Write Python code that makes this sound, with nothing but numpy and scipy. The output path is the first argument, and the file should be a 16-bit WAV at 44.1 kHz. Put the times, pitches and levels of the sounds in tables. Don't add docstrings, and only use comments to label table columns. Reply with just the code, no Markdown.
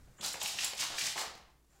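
import sys
import numpy as np
from scipy import signal
from scipy.fft import rfft, irfft
from scipy.io import wavfile

SR = 44100
rng = np.random.default_rng(int(sys.argv[2]) if len(sys.argv) > 2 else 0)


def master(y):
    cut = np.clip(np.atleast_2d(y).T, -1, 1)
    pcm = np.round(cut * 32767)
    wavfile.write(sys.argv[1], SR, pcm.astype(np.int16))


N = 79380


def undb(db):
    return 10 ** (np.asarray(db) / 20)


def unit(x):
    return x / np.sqrt(np.mean(x ** 2))


def noise():
    return rng.standard_normal(N)


def times():
    return np.arange(N) / SR


def freqs():
    return np.maximum(np.arange(N // 2 + 1) * SR / N, 1)


def along(points, hz):
    table_hz, values = np.array(points).T
    return np.interp(np.log(hz), np.log(table_hz), values)


def colour(x, points, tilt_db=0):
    gain_db = along(points, freqs()) + tilt_db * np.log2(freqs())
    return unit(irfft(rfft(x) * undb(gain_db), N))


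def resonate(x, hz, width_hz):
    f = freqs()
    detuning = .5 * (f / hz - hz / f) * hz / width_hz
    return unit(irfft(rfft(x) / (1 + 1j * detuning) ** 2, N))


def walk(rate):
    steps = noise()
    return unit(np.interp(times() * rate, np.arange(N), steps))


def swell(start, rise, hold, release):
    t = times() - start
    fade = np.exp(-np.maximum(t - rise - hold, 0) / release)
    return np.clip(t / rise, 0, 1) * fade


def blow(start, decay, rise=0.00064):
    return swell(start, rise, 0, decay)


CATCHES_PER_S, CATCH_SPREAD_DB = 2500, 2
SCRAPE_HISS_DB = 1.5


def catches():
    hit = rng.random(N) < CATCHES_PER_S / SR
    size = undb(CATCH_SPREAD_DB * np.minimum(rng.exponential(size=N), np.pi))
    clicks = unit(hit * size * np.sign(noise()))
    return unit(clicks + undb(SCRAPE_HISS_DB) * noise())


# start, rise, hold and release in seconds, level in dB before the room,
# treble tilt in dB per octave.
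PAW_SCRAPES = [(.209, 0.049, 0.023, 0.029, -36, 2.6), (0.393, 0.019, 0.091, 0.047, -39.5, 1.5),
               (0.549, 0.056, 0.061, 0.022, -36.5, 0.5), (0.759, 0.053, 0.02, 0.032, -34.5, 1),
               (0.889, .02, 0.037, 0.015, -44.5, -2.5), (0.944, .055, 0.081, 0.043, -36, 1),
               (1.151, 0.045, 0.014, 0.021, -37, 2.5)]
# frequency in Hz, relative level in dB.
SCRAPE_SPECTRUM = [(150, -16.5), (500, -13), (900, -7.5), (1400, -7.5), (2200, -4.5), (3200, -1),
                   (5000, 0.5), (7600, -3), (9000, -8.5), (12000, -16.5), (15500, -22)]
JUDDER_DB, JUDDER_PER_S = 1.5, 100


def scrapes():
    out = 0
    for start, rise, hold, release, db, tilt in PAW_SCRAPES:
        grip = undb(db + JUDDER_DB * walk(JUDDER_PER_S))
        drag = colour(catches(), SCRAPE_SPECTRUM, tilt)
        out = out + grip * swell(start, rise, hold, release) * drag
    return out


# start in seconds, level in dB of the lower ring before the room,
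# frequency in Hz of the lower ring.
CLAW_STRIKES = [(.2090, -40.5, 3520), (0.245, -34, 4230), (0.34, -40, 2270), (.4135, -32.5, 3300),
                (0.4577, -34.5, 2980), (0.5863, -30.5, 2580), (0.6337, -33, 2800), (0.732, -41, 2040),
                (0.7897, -41, 2600), (.8180, -33, 2280), (0.981, -33, 2330), (1.0110, -34.5, 2340),
                (1.07, -40, 2130), (1.1761, -35, 2140)]
CLAW_RISE_S, CLAW_HOLD_S, CLAW_DECAY_S = 0.0017, 0.0026, 0.0048
CLAW_WIDTH_HZ = 700
CLAW_UPPER_DB, CLAW_CRACK_DB = -7, -13.5


def claws():
    out = 0
    for start, db, hz in CLAW_STRIKES:
        lower = resonate(noise(), hz, CLAW_WIDTH_HZ)
        upper = undb(CLAW_UPPER_DB) * resonate(noise(), 2 * hz, 2 * CLAW_WIDTH_HZ)
        crack = undb(CLAW_CRACK_DB) * colour(catches(), SCRAPE_SPECTRUM)
        envelope = swell(start, CLAW_RISE_S, CLAW_HOLD_S, CLAW_DECAY_S)
        out = out + undb(db) * envelope * (lower + upper + crack)
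    return out


# start in seconds, level in dB before the room.
TIP_SNAGS = [(0.259, -38), (0.329, -41.5), (0.428, -33.5), (0.475, -36.5), (.602, -56), (.631, -57),
             (0.6439, -31.5), (0.747, -49)]
# frequency in Hz, relative level in dB.
SNAG_SPECTRUM = [(1000, -14.5), (5500, -22), (7400, 5.5), (9000, -8), (11000, -3.5), (15500, -15)]
SNAG_RISE_S, SNAG_HOLD_S, SNAG_DECAY_S = 0.0011, 0.0022, 0.0073


def snags():
    out = 0
    for start, db in TIP_SNAGS:
        envelope = swell(start, SNAG_RISE_S, SNAG_HOLD_S, SNAG_DECAY_S)
        out = out + undb(db) * envelope * colour(noise(), SNAG_SPECTRUM)
    return out


# start in seconds, level in dB before the room, floor resonance in Hz,
# decay time constant in seconds.
PAD_KNOCKS = [(0.076, -66, 745, 0.009), (.185, -58, 1400, 0.078), (0.189, -56.5, 560, 0.075),
              (0.229, -43, 880, 0.033), (0.243, -45, 1330, 0.021), (.260, -45.5, 780, 0.0076),
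              (0.342, -42, 560, 0.008), (0.354, -40, 790, 0.0068), (.415, -43, 790, 0.035),
              (0.541, -49.5, 730, 0.031), (0.632, -46, 870, 0.041), (.732, -42, 600, 0.011),
              (0.828, -38, 1050, 0.013), (.902, -41, 800, 0.011), (.937, -42.5, 956, 0.017),
              (1.043, -46.5, 754, 0.005), (1.157, -40, 821, 0.046), (1.180, -39, 1130, 0.038),
              (1.216, -45.5, 680, 0.039)]
# frequency in Hz, relative level in dB.
TAP_SPECTRUM = [(100, -17), (300, 14.5), (1200, -5.5), (3000, 19.5), (6000, -45), (15000, -44)]
KNOCK_WIDTH = 0.47
KNOCK_TAP_DB, KNOCK_RING_DB = -6.5, -4.5
KNOCK_WAVER, KNOCK_WAVER_PER_S = .08, 200


def knocks():
    out = 0
    for start, db, hz, decay in PAD_KNOCKS:
        cycles = hz * np.cumsum(1 + KNOCK_WAVER * walk(KNOCK_WAVER_PER_S)) / SR
        ring = np.sqrt(2) * np.sin(2 * np.pi * cycles)
        body = resonate(noise(), hz, KNOCK_WIDTH * hz) + undb(KNOCK_RING_DB) * ring
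        tap = undb(KNOCK_TAP_DB) * colour(catches(), TAP_SPECTRUM)
        out = out + undb(db) * blow(start, decay) * unit(body + tap)
    return out


# start in seconds, level in dB before the room.
WEIGHT_THUMPS = [(0.073, -59), (0.197, -53.5), (0.243, -58.5), (0.336, -59), (.43, -56.5), (.55, -55.5),
                 (0.798, -54.5), (0.899, -52.5), (1.019, -58.5), (1.159, -61), (1.269, -59)]
THUMP_HZ, THUMP_WIDTH_HZ, THUMP_DECAY_S = 148.5, 104, .03


def thumps():
    out = 0
    for start, db in WEIGHT_THUMPS:
        boom = resonate(noise(), THUMP_HZ, THUMP_WIDTH_HZ)
        out = out + undb(db) * blow(start, THUMP_DECAY_S, rise=0.0037) * boom
    return out


# start in seconds, level in dB before the room.
LAST_STEPS = [(1.351, -47.5), (1.376, -52.5), (1.437, -82), (1.502, -64), (1.645, -69.5)]
# frequency in Hz, relative level in dB.
FAR_STEP_SPECTRUM = [(150, 0.5), (500, -3), (1000, -1.5), (2500, -8.5), (6000, -8.5), (9000, -18.5),
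                     (15500, -26)]
FAR_STEP_DECAY_S = 0.0065


def far_steps():
    out = 0
    for start, db in LAST_STEPS:
        tick = colour(catches(), FAR_STEP_SPECTRUM)
        out = out + undb(db) * blow(start, FAR_STEP_DECAY_S) * tick
    return out


# frequency in Hz, time to fall by 60 dB in seconds.
ROOM_DECAY = [(100, 0.53), (530, 0.55), (1400, 0.6), (3700, 0.52), (9700, 0.29), (16000, 0.33)]
ROOM_DB = -4.5
ROOM_DELAY_S, ROOM_BUILD_S = 0.0049, 0.015


def room(x, count=24):
    t, f = times()[:N // 2], freqs()[::2]
    centres = 2. ** np.arange(6, 15)[:, None]
    bands = np.maximum(1 - abs(np.log2(f / centres)), 0)
    build = np.clip((t - ROOM_DELAY_S) / ROOM_BUILD_S, 0, 1)
    fades = np.exp(-np.log(1000) * t / along(ROOM_DECAY, centres)) * build
    wet = np.zeros(2 * N)
    for place in np.array_split(np.arange(N), count):
        spray = irfft(bands * rfft(rng.standard_normal(len(t))), len(t))
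        tail = np.sum(fades * spray, axis=0)
        echo = signal.fftconvolve(x[place], tail / np.linalg.norm(tail))
        wet[place[0]:place[0] + len(echo)] += echo
    return (x + undb(ROOM_DB) * wet[:N]) / np.hypot(1, undb(ROOM_DB))


# start, rise, hold and release in seconds, level in dB.
FAINT_RUSTLES = [(-.05, 0.044, 0.19, 0.039, -68.5), (1.668, 0.07, .1, .05, -69.5)]
# frequency in Hz, relative level in dB.
RUSTLE_SPECTRUM = [(200, 3.5), (800, -3.5), (1500, -1), (3000, -10.5), (6000, -9.5), (7500, -9),
                   (10000, -16), (15500, -19)]


def rustles():
    out = 0
    for *shape, db in FAINT_RUSTLES:
        out = out + undb(db) * swell(*shape) * colour(catches(), RUSTLE_SPECTRUM)
    return out


# start, rise, hold and release in seconds, level in dB,
# frequency in Hz, resonance width in Hz.
THIN_RINGS = [(.165, .035, .04, .02, -59, 7150, 400), (1.73, .03, .06, .05, -74, 797, 18),
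              (1.68, .03, .1, .05, -78, 7230, 300)]


def thin_rings():
    out = 0
    for *shape, db, hz, width in THIN_RINGS:
        out = out + undb(db) * swell(*shape) * resonate(noise(), hz, width)
    return out


# time in seconds, level in dB.
RUMBLE_LEVEL = [(0, -57.5), (.10, -60), (.15, -70.5), (1.1, -74), (1.45, -69.5), (1.8, -87.5)]


def rumble():
    level_db = np.interp(times(), *np.array(RUMBLE_LEVEL).T)
    return undb(level_db) * resonate(noise(), 27, 40)


HUM_HZ, HUM_DB = 59, -71


def hum():
    return undb(HUM_DB) * np.sqrt(2) * np.sin(2 * np.pi * HUM_HZ * times())


# frequency in Hz, relative level in dB.
AIR_SPECTRUM = [(20, -6), (45, 0), (80, -19), (130, -8), (220, -12), (350, -13.5), (800, -25.5),
                (2500, -32), (7000, -28.5), (15500, -32.5)]
AIR_DB = -71.5


def air():
    return undb(AIR_DB) * colour(noise(), AIR_SPECTRUM)


def scene():
    dog = scrapes() + claws() + snags() + knocks() + thumps() + far_steps()
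    background = rustles() + thin_rings() + rumble() + hum() + air()
    return (room(dog) + background)[None]


TOP_HZ = 15750


def record(dry):
    lowpass = signal.ellip(10, .2, 80, TOP_HZ, fs=SR, output="sos")
    return signal.sosfilt(lowpass, dry)


dry = scene()
out = record(dry)
master(out)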